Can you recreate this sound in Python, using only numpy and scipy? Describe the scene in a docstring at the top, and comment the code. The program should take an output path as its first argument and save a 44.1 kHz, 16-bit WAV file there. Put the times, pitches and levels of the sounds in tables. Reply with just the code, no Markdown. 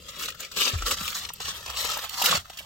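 """Inside a parked car, gift wrap is torn and crumpled by hand, an arm's length from a phone.
Random fibre snaps, filtered into six bands, make a rustle that swells with each pull and crease.
Lone crackles and popping folds are short decaying sines; bumps on the box are low gliding rings.
The padded cabin adds brief noise tails over a low hum of filtered noise."""
import sys
import numpy as np
from scipy import signal
from scipy.fft import rfft, irfft
from scipy.io import wavfile
from scipy.ndimage import uniform_filter1d

SR = 44100
rng = np.random.default_rng(int(sys.argv[2]) if len(sys.argv) > 2 else 0)


def file_out(sig):
    """Save sig as 16-bit WAV at sys.argv[1]."""
    # one column per channel
    cols = np.atleast_2d(sig).T
    # limit, then scale
    lim = np.clip(cols, -1, 1)
    pcm = np.round(lim * 32767).astype(np.int16)
    wavfile.write(sys.argv[1], SR, pcm)


N = 116865


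def undb(db):
    """Amplitude gain from dB."""
    return 10 ** (np.asarray(db) / 20)


def unit(x):
    """Scale to rms 1."""
    return x / np.sqrt(np.mean(x ** 2))


def colour(x, table):
    """Filter by (freq_hz, gain_db) points, interpolated over log frequency."""
    freq_hz, gain_db = np.array(table, float).T
    bin_hz = np.fft.rfftfreq(N, 1 / SR)
    bin_db = np.interp(np.log(bin_hz + 1), np.log(freq_hz + 1), gain_db)
    return irfft(rfft(x) * undb(bin_db), N)


def walk(rate_hz):
    """Random levels, one per 1 / rate_hz, joined by ramps; rms 1."""
    hold = max(int(SR / rate_hz), 2)
    steps = np.repeat(rng.standard_normal(N // 100), hold)[:N]
    return unit(uniform_filter1d(steps, hold))


def gate(t, start_s, end_s, rise_s, fall_s):
    """Linear rise that is full at start_s, hold to end_s, exponential fall."""
    rise = np.clip((t - start_s) / rise_s + 1, 0, 1)
    return rise * np.exp(-np.maximum(t - end_s, 0) / fall_s)


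# cabin hum spectrum: freq_hz, gain_db (per Hz)
HUM_SPECTRUM = [(20, -2.5), (65, 11), (134, 1), (189, 3), (292, -24), (400, -13), (520, -25), (880, -120)]
HUM_DB, HUM_WAVER_DB, HUM_WAVER_HZ = -55, 3.5, 9.8


def hum():
    """Low rumble of the cabin: filtered noise whose level wavers slowly."""
    rumble = unit(colour(rng.standard_normal(N), HUM_SPECTRUM))
    return rumble * undb(HUM_DB + HUM_WAVER_DB * walk(HUM_WAVER_HZ))


# light rustle between pulls: time_s, level_db
RUSTLE_LEVEL = [(0, -56.5), (.16, -45), (.3, -46), (.332, -55.5), (0.387, -57), (0.4, -44.5), (.47, -47.5),
                (.484, -56), (.51, -55), (.555, -43.5), (.75, -44), (.84, -44.5), (1.25, -44.5),
                (1.31, -55.5), (1.385, -52.5), (1.55, -45.5), (1.64, -46.5), (2.04, -40), (2.08, -46.5),
                (2.39, -43.5), (2.441, -57.5), (2.55, -53), (2.65, -51.5)]
# band shares as the wrap loosens, rows start and end: one column per band, rel_db
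RUSTLE_BANDS_DB = [(-4.5, -16.5, -6.5, -0.5, -2.5, -8.5), (-23, -4, -3, -3, 0, -6)]


def rustle_power(t):
    """Light handling: one level curve, its band shares sliding from start to end."""
    time_s, level_db = np.array(RUSTLE_LEVEL).T
    band_db = np.linspace(*RUSTLE_BANDS_DB, N).T
    return undb(2 * (np.interp(t, time_s, level_db) + band_db))


# buckling creases: onset_s, peak_db, low_rel_db (under 1.8 kHz), treble_rel_db, length_s
CREASES = [(0.081, -25.5, -21, -22, 0.02), (0.229, -20.5, -18.5, -27, 0.018),
           (0.278, -19.5, -23, -24.5, 0.018), (0.301, -24, -37, -22, 0.0074),
           (0.321, -29, -17, -35, 0.0074), (0.344, -35, -7.5, -19, 0.012), (0.399, -29.5, -9, -10, 0.016),
           (0.447, -20, -22, -25, 0.0059), (0.513, -27.5, -14, -17, 0.013),
           (0.592, -13.5, -35, -24.5, 0.08), (0.659, -18, -14, -38, 0.047), (0.732, -23, -9, -41, 0.021),
           (0.821, -21.5, -6, -31, 0.0065), (0.877, -24, -19, -24, 0.0073),
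           (0.906, -11.5, -11.5, -18, 0.013), (0.967, -23.5, -16, -26, 0.018),
           (1.005, -24.5, -9.5, -22, 0.02), (1.077, -16.5, -34, -18.5, 0.0067),
           (1.249, -18.5, -18.5, -36, 0.0059), (1.288, -21.5, -19, -31, 0.0084),
           (1.334, -34, -27, -2.5, 0.0064), (1.4, -21.5, -10, -22, 0.01), (1.445, -22.5, -26, -22, 0.031),
           (1.481, -21, -12, -18, 0.0087), (1.661, -22, -11, -30, 0.0048),
           (1.697, -20.5, -10, -20.5, 0.0088), (1.794, -21.5, -19.5, -17, 0.041),
           (1.846, -23.5, -5, -12.5, 0.01), (1.88, -31, -22, -24, 0.0055), (1.958, -32, -12, -40, 0.0066),
           (1.972, -17.5, -12.5, -16.5, 0.0057), (2.018, -21.5, -30, -16, 0.0037),
           (2.092, -24, -22, -14.5, 0.0075), (2.137, -25.5, -19, -24, 0.013), (2.218, -12, -32, -18, 0.013),
           (2.242, -21.5, -40, -4.5, 0.012), (2.257, -5.5, -44, -17, 0.0098),
           (2.31, -7.5, -14.5, -27, 0.0066), (2.497, -29.5, -15, -22, 0.0081),
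           (2.571, -27, -22, -16, 0.012), (2.586, -23.5, -46, -20, 0.018)]
# split of a crease's low end over the three lowest bands: rel_db
CREASE_LOW_DB = (-15, -10, -2)
CREST_DB = 15  # peak over rms
CREASE_RISE = .2  # fraction of length


def crease_power(t):
    """Buckling: bursts that rise fast, hold to half their length, then decay."""
    power = 0
    for onset_s, peak_db, low_rel_db, treble_rel_db, length_s in CREASES:
        low_db = [low_rel_db + share_db for share_db in CREASE_LOW_DB]
        rel_db = np.array(low_db + [-CREST_DB, -CREST_DB, treble_rel_db])[:, None]
        rise_s, half_s = CREASE_RISE * length_s, length_s / 2
        envelope = gate(t, onset_s + rise_s, onset_s + half_s, rise_s, half_s)
        power = power + undb(2 * (peak_db + rel_db)) * envelope ** 2
    return power


# pulls that tear the sheet: start_s, end_s, start_db, end_db, then rel_db of
# 250-560 Hz, 560-1080 Hz, 1.08-1.8 kHz, 1.8-3.6 kHz, treble (3.6-8.5 kHz is the reference)
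TEARS = [(0.192, 0.26, -41, -35.5, -14.5, -18, -7.5, -1.5, -4.5),
         (0.572, 0.701, -32, -35, -10, -16, -5, -1, -4), (0.865, 0.942, -30, -32, -9.5, -18, -4, -6, -7),
         (0.984, 1.13, -43, -42.5, -35, -14, -2, -1.5, -2.5),
         (1.152, 1.192, -31.5, -36.5, -53, -16, -5.5, -6.5, -7.5),
         (1.416, 1.516, -39, -36.5, -36, -12, -7.5, -4.5, -13),
         (1.677, 1.748, -44.5, -47.5, -10.5, 1, 2, 4, -18),
         (1.772, 1.951, -33, -35, -24, -10, -8, -2.5, -9), (2.135, 2.262, -34, -33, -37, -10, -8, -7, -9),
         (2.24, 2.378, -29, -31, -15, -8, -2.5, -2.5, -7)]
TEAR_RISE_S, TEAR_FALL_S = .014, .006


def tear_power(t):
    """Tearing: each pull ramps in dB between two levels, with its own band balance."""
    power = 0
    for start_s, end_s, start_db, end_db, *low_rel_db, treble_rel_db in TEARS:
        pull_db = np.interp(t, (start_s, end_s), (start_db, end_db))
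        level_db = pull_db + np.array([*low_rel_db, 0, treble_rel_db])[:, None]
        envelope = gate(t, start_s, end_s, TEAR_RISE_S, TEAR_FALL_S)
        power = power + (undb(level_db) * envelope) ** 2
    return power


FLUTTER_DB, FLUTTER_HZ = 1.7, 110  # rustle and tears, all bands together
FLICKER_DB = 1.5  # each band alone


def efforts(t):
    """Hand effort as gain per band: rustle, tears and creases add as power."""
    flutter = undb(2 * FLUTTER_DB * walk(FLUTTER_HZ))
    power = (rustle_power(t) + tear_power(t)) * flutter + crease_power(t)
    flicker = undb([FLICKER_DB * walk(FLUTTER_HZ) for _ in power])
    return np.sqrt(power) * flicker


SNAPS_PER_S = 7000


def snaps():
    """Fibres snapping: impulses at random moments and strengths."""
    hit = rng.random(N) < SNAPS_PER_S / SR
    return hit * rng.standard_normal(N)


# colour of paper and microphone: freq_hz, gain_db (per Hz)
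PAPER_COLOUR = [(150, 1.5), (282, -22), (500, -16), (620, -18), (850, -17), (1120, -13), (1300, -2.5),
                (1470, -18), (1670, -14), (2400, -7.5), (2760, 1), (3250, -2), (7700, -5), (9660, -15),
                (11900, -7.5), (16000, -9.5)]
# edges of the six bands: edge_hz
EDGES_HZ = (250, 560, 1080, 1800, 3600, 8500, 17000)


def paper(effort):
    """Coloured snaps split into bands, each scaled to rms 1 and driven by its effort."""
    source, out = colour(snaps(), PAPER_COLOUR), 0
    for low_hz, high_hz, gain in zip(EDGES_HZ, EDGES_HZ[1:], effort):
        sos = signal.butter(3, (low_hz, high_hz), "bandpass", fs=SR, output="sos")
        out = out + gain * unit(signal.sosfilt(sos, source))
    return out


CRACKLES_PER_S, CRACKLE_DECAY_CYCLES = 460, 16.6
CRACKLE_DB, CRACKLE_SPREAD_DB = -2, -0.5  # relative to the band's effort


def crackles(effort):
    """Lone crackles: decaying sines at random pitch, cut at 512 samples, scaled by band effort."""
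    out, u = np.zeros(N + 512), np.arange(512) / SR
    for when, pitch, size in rng.random((4000, 3))[:int(CRACKLES_PER_S * N / SR)]:
        i = int(when * N)
        pitch_hz = 1100 * 7.5 ** pitch
        band = np.searchsorted(EDGES_HZ, pitch_hz) - 1
        level_db = CRACKLE_DB - CRACKLE_SPREAD_DB * np.log(0.097 + size)
        decay = np.exp(-u * pitch_hz / CRACKLE_DECAY_CYCLES)
        out[i:i + 512] += effort[band, i] * undb(level_db) * np.sin(2 * np.pi * pitch_hz * u) * decay
    return out[:N]


GLIDE_S = 0.084  # time constant


def ring(start_s, level_db, start_hz, end_hz, t60_s):
    """Damped sine that swells within half a cycle and glides to its resting pitch."""
    t = np.maximum(np.arange(N) / SR - start_s, 0)
    turns = end_hz * t + (start_hz - end_hz) * GLIDE_S * (1 - np.exp(-t / GLIDE_S))
    swell = np.minimum(2 * turns, 1)
    return -undb(level_db - 60 * t / t60_s) * swell * np.sin(2 * np.pi * turns)


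# folds popping loose: start_s, level_db, pitch_hz
POPS = [(0.285, -21.5, 1270), (.9851, -21.5, 3210), (1.048, -24, 3040), (1.303, -27.5, 1050),
        (1.405, -28, 920), (1.483, -22.5, 1130), (1.7664, -45, 4500), (1.97, -18.5, 895), (2.048, -26, 730),
        (2.217, -15, 880), (2.3268, -9, 1150), (2.456, -33.5, 1290), (2.501, -31, 790), (2.606, -32.5, 686)]
POP_T60_S = .014


def pops():
    """Folds popping loose: short rings at fixed pitch."""
    return sum(ring(start_s, level_db, hz, hz, POP_T60_S) for start_s, level_db, hz in POPS)


# bumps on the box: start_s, level_db, start_hz, end_hz, t60_s
BUMPS = [(0.734, -20, 104, 60, 0.12), (0.754, -19, 79, 60, 0.15), (0.789, -28, 44.7, 43.7, 0.38),
         (0.834, -26, 46.7, 45.6, 0.15), (0.921, -34, 75, 57, 0.23), (1.009, -31.5, 195, 175, 0.072),
         (1.023, -34, 76, 65.6, 0.14), (1.443, -40, 85, 70, 0.34), (1.683, -40.5, 71.8, 57, 0.71),
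         (2.299, -33, 176, 149, 0.18), (2.343, -22.5, 174, 109, 0.056), (2.374, -26.5, 91, 70, 0.066)]


def bumps():
    """The bumped box: low rings that glide down as they decay."""
    return sum(ring(*row) for row in BUMPS)


CABIN_T60_S, CABIN_DB = .035, -5
MOVE_S = .07  # interval between new reflection patterns


def cabin(x):
    """Reflections off glass and seats: short noise tails, crossfaded as the sheet moves."""
    hop, u = int(MOVE_S * SR), np.arange(4000) / SR
    out = np.zeros(N + 4 * hop + len(u))
    x = np.pad(x, (hop, 2 * hop))
    fade = np.sin(np.pi * np.arange(2 * hop) / 2 / hop)
    for i in range(0, N + hop, hop):
        tail = rng.standard_normal(len(u)) * undb(-60 * u / CABIN_T60_S)
        tail = tail / np.sqrt(np.sum(tail ** 2))  # unit energy
        piece = signal.fftconvolve(x[i:i + 2 * hop] * fade, tail)
        out[i:i + len(piece)] += piece
    return out[hop:hop + N]


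# colour of the side signal: freq_hz, gain_db
SIDE_COLOUR = [(60, -19), (200, -17), (380, -10.5), (700, -4.5), (2380, -2), (4400, 0), (8120, -3),
               (15000, -8.5)]
# the parcel drifts right, from the left towards the middle: time_s, left_minus_right_db
PAN = [(0, 3), (2.3, 0), (2.65, 0.5)]


def scene():
    """Direct sound in mid, reflections and hum in mid and side, then a slow pan."""
    t = np.arange(N) / SR
    effort = efforts(t)
    wrap = paper(effort) + crackles(effort) + pops()
    box = bumps()
    cabin_gain = undb(CABIN_DB)
    wrap_in_cabin = (wrap + cabin_gain * cabin(wrap)) / np.hypot(1, cabin_gain)
    mid = wrap_in_cabin + box + hum()
    side = colour(cabin(wrap + box) + hum(), SIDE_COLOUR)
    pan_db = np.interp(t, *np.array(PAN).T)
    return np.array([mid + side, mid - side]) * undb(np.array([pan_db, -pan_db]) / 2)


TOP_HZ = 15900


def record(dry):
    """The phone cuts the top: steep elliptic low-pass."""
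    sos = signal.ellip(10, .2, 80, TOP_HZ, fs=SR, output="sos")
    return signal.sosfilt(sos, dry)


dry = scene()
out = record(dry)
file_out(out)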